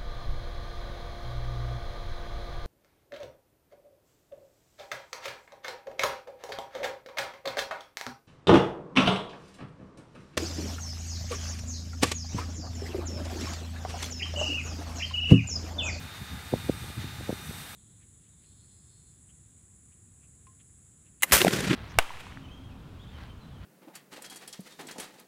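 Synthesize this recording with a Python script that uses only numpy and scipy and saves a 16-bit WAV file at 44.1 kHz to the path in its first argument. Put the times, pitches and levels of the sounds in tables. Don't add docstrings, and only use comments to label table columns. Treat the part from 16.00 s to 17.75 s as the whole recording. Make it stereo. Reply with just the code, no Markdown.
import sys
import numpy as np
from scipy import signal
from scipy.fft import rfft, irfft
from scipy.io import wavfile
from scipy.ndimage import uniform_filter1d

SR = 44100
rng = np.random.default_rng(int(sys.argv[2]) if len(sys.argv) > 2 else 0)


def file_out(sig):
    cols = np.atleast_2d(sig).T
    lim = np.clip(cols, -1, 1)
    pcm = np.round(lim * 32767).astype(np.int16)
    wavfile.write(sys.argv[1], SR, pcm)


N = 77175

PORT_LAG_MS = 0.232
# time in seconds, gain in dB.
SPRAY_SWELL = [(0, -4), (.45, -3), (.62, -1.5), (.85, -1), (1.03, -3), (1.25, -2.5), (1.4, -0.2), (1.55, 3),
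               (1.75, 1.5)]


def undb(db):
    return 10 ** (np.asarray(db) / 20)


def curve(rows):
    times, values = np.array(rows).T
    return np.interp(np.arange(N) / SR, times, values)


def wander(rate_hz):
    hold = max(int(SR / rate_hz), 2)
    steps = np.repeat(rng.standard_normal(N // hold + 2), hold)
    return 1.35 * uniform_filter1d(uniform_filter1d(steps, hold), hold)[:N]


def port_noise(spectrum, shared=0, lag_ms=0):
    spectrum, hz = np.array(spectrum), np.arange(N // 2 + 1) * SR / N
    gains = undb([np.interp(np.log(hz + 1), np.log(spectrum[:, 0]), db) for db in spectrum.T[1:]])
    left, right, common = rfft(rng.standard_normal((3, N)))
    delay = np.exp(-2j * np.pi * hz * lag_ms / 1000)
    incoherent = np.sqrt(1 - shared) * np.array([left, right])
    coherent = np.sqrt(shared) * np.array([common, common * delay])
    return irfft((incoherent + coherent) * gains, N) * np.sqrt(SR / 2)


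def tone(hz, ports_db, flicker_db):
    lag_s = np.array([[0], [PORT_LAG_MS / 1000]])
    flutter = wander(13.85) + np.array([wander(24.5), wander(25.2)]) / 2
    level_db = np.array(ports_db)[:, None] + flicker_db * flutter
    cycles = np.cumsum(hz) / SR - hz * lag_s
    return np.sqrt(2) * undb(level_db) * np.sin(2 * np.pi * cycles)


def vortex(t, hz):
    phase = 2 * np.pi * hz * t
    return phase * np.exp((1 - phase ** 2) / 2)


def insects():
    # frequency in Hz, left and right level in dB before the swell.
    carriers = [(5817, -64.5, -67), (5860, -78, -66.5), (5940, -83, -61)]
    # time in seconds, gain in dB.
    swell = [(0, -9), (.55, -4), (.8, -1), (1.1, -10), (1.42, 4), (1.75, -4.5)]
    trills = sum(tone(hz * (1 + 0.0033 * wander(80)), levels, flicker_db=4) for hz, *levels in carriers)
    return trills * undb(curve(swell))


def wind():
    # frequency in Hz, left and right density in dB per Hz before the gains.
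    spectrum = [(20, -98, -98), (33, -86, -84), (50.3, -71, -71), (71, -62, -58), (119, -65, -57.5),
                (157.4, -68, -61), (241, -84.5, -68), (405, -85, -82), (586, -108, -93.5),
                (1200, -120, -118)]
    # centre in seconds, level in dB over the breeze, Gaussian width in seconds, port (0 left).
    puffs = [(0.024, 7.5, 0.026, 1), (0.214, 13.5, 0.0065, 1), (0.246, 11.5, 0.0074, 0),
             (.335, 10.5, 0.019, 1), (0.363, 9.5, 0.03, 0), (0.461, 6.5, 0.013, 1), (0.566, 7.5, 0.026, 1),
             (0.652, 13.5, 0.019, 1), (0.737, 12.5, 0.013, 1), (0.778, 6, .012, 0), (0.828, 7.5, 0.014, 1),
             (.87, 3, 0.018, 0), (0.884, 8.5, 0.008, 1), (0.986, 12, 0.0097, 1), (1.023, 12.5, 0.025, 0),
             (1.037, 13.5, 0.028, 1), (1.15, 10, 0.012, 1), (1.17, 10, .03, 0), (1.213, 11, .014, 1),
             (1.287, 7, 0.035, 1), (1.347, 11.5, 0.0068, 1), (1.397, 14, 0.0067, 0), (1.486, 10, 0.038, 1),
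             (1.607, 6.5, .02, 1)]
    breeze_db, flicker_db = -7.5, 2.26
    t, power = np.arange(N) / SR, np.ones((2, N))
    for at, db, width_s, port in puffs:
        power[port] += undb(db) ** 2 * np.exp(-((t - at) / width_s) ** 2 / 2)
    rumble = port_noise(spectrum) * np.sqrt(power)
    return rumble * undb(breeze_db + flicker_db * np.array([wander(69.6), wander(70.08)]))


def eddies():
    # centre in seconds, swirl peak in dB, swirl frequency in Hz,
    # thud in dB relative to the swirl, port (0 left, 1 right).
    strikes = [(.213, -33, 168, -10, 1), (.331, -34.5, 105, 7, 1), (0.5302, -17.5, 260, -1.5, 0),
               (0.5384, -6, 380, -8, 0), (.560, -27, 340, -19, 0), (.645, -32, 242, -5, 1),
               (0.6897, -20.5, 303, -17, 0), (0.6967, -6, 290, -12, 0), (.740, -38, 228, -16, 1),
               (.843, -33.5, 316, 1, 1), (.902, -33, 290, 0, 1), (.980, -32.5, 128, -13, 1),
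               (1.044, -26, 222, -1, 1), (1.2098, -25.5, 324, -18, 0), (1.2872, -23.5, 335, -15, 0),
               (1.2940, -12.5, 297, -10.5, 0), (1.3038, -16.5, 404, -12, 0), (1.3282, -17, 278, -13, 0),
               (1.493, -33, 130, 5, 0), (1.511, -30, 295, -20, 1)]
    # frequency in Hz, relative level in dB.
    wake_spectrum = [(30, -40), (80, -41), (250, 7.5), (520, 8), (800, -47), (1200, -25), (2500, -58)]
    thud_hz, thud_lag_s = 102, 0.0017
    wake_db, wake_width_s = -21, 0.0073
    t, pressure = np.arange(N) / SR, np.zeros((2, N))
    churn = port_noise(wake_spectrum)
    churn /= churn.std()
    for at, db, hz, thud_db, port in strikes:
        swirl = vortex(t - at, hz)
        thud = undb(thud_db) * vortex(t - at - thud_lag_s, thud_hz)
        wake = undb(wake_db) * churn[port] * np.exp(-((t - at) / wake_width_s) ** 2 / 2)
        pressure[port] += undb(db) * (swirl - thud + wake)
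    return pressure


def machinery_whine():
    # time in seconds, fundamental in Hz.
    pitch = [(0, 1224), (.5, 1223), (.75, 1219.5), (.97, 1217), (1.08, 1224), (1.18, 1229), (1.32, 1223),
             (1.55, 1223.3), (1.75, 1220)]
    # harmonic number, left and right level in dB.
    harmonics = [(1, -56, -89), (2, -52.5, -60), (3, -55, -54), (4, -66, -74), (6, -64, -80),
                 (7, -67.5, -89), (9, -63, -75)]
    hz = curve(pitch) * (1 + 0.00119 * wander(49.44))
    return sum(tone(number * hz, levels, flicker_db=1.5) for number, *levels in harmonics)


def crop_wash():
    # frequency in Hz, left and right density in dB per Hz.
    spectrum = [(300, -92, -86), (580, -86.5, -91.5), (850, -80.5, -77.5), (1040, -89.5, -91),
                (1310, -78, -85), (1590, -80, -82), (2100, -90, -86), (4100, -115, -115)]
    return port_noise(spectrum, shared=0.95, lag_ms=0.048)


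def spray():
    # frequency in Hz, left and right density in dB per Hz before the swell.
    hiss_spectrum = [(2980, -100, -100), (7300, -95, -89.5), (7800, -85.5, -102.5), (8800, -87, -97),
                     (11100, -85.5, -94), (12500, -86.5, -93), (13300, -91, -99), (14400, -87, -92),
                     (15800, -94, -105)]
    sizzle_spectrum = [(7000, -110, -120), (7930, -90, -106), (8470, -83, -100), (8900, -91, -106),
                       (10200, -110, -120)]
    # time in seconds, gain in dB.
    sizzle_swell = [(0, -4), (.25, -4), (.4, -2), (.7, 2), (.83, 4), (1.08, -4.5), (1.27, -1), (1.55, 6),
                    (1.75, 3)]
    hiss = port_noise(hiss_spectrum, shared=0.33, lag_ms=PORT_LAG_MS)
    hiss_db = curve(SPRAY_SWELL) + 0.65 * wander(29.8)
    sizzle = port_noise(sizzle_spectrum, shared=0.36, lag_ms=PORT_LAG_MS)
    return hiss * undb(hiss_db) + sizzle * undb(curve(sizzle_swell))


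def jet():
    # frequency in Hz, left and right density in dB per Hz before the modulation.
    spectrum = [(102, -95, -85), (418, -86, -86), (590, -94, -97), (1090, -80, -90), (1390, -87.5, -83.5),
                (1570, -81, -81.5), (2070, -78, -76), (2440, -79, -82.5), (2860, -81, -80.5),
                (3210, -84.5, -83.5), (3550, -81, -80), (4410, -84.5, -84), (4950, -89.5, -88.5),
                (6830, -88.5, -86.5), (8300, -111, -100.5), (15500, -104, -102)]
    rush = port_noise(spectrum, shared=0.36, lag_ms=PORT_LAG_MS)
    modulation_db = 0.13 * curve(SPRAY_SWELL) + 0.97 * wander(40.44)
    return rush * undb(modulation_db)


def scene():
    return insects() + wind() + eddies() + machinery_whine() + crop_wash() + spray() + jet()


def record(dry):
    low_cut_hz, high_cut_hz = 42, 15700
    highpass = signal.butter(6, low_cut_hz, "highpass", fs=SR, output="sos")
    lowpass = signal.ellip(12, 0.1, 80, high_cut_hz, fs=SR, output="sos")
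    return signal.sosfilt(lowpass, signal.sosfilt(highpass, dry))


dry = scene()
out = record(dry)
file_out(out)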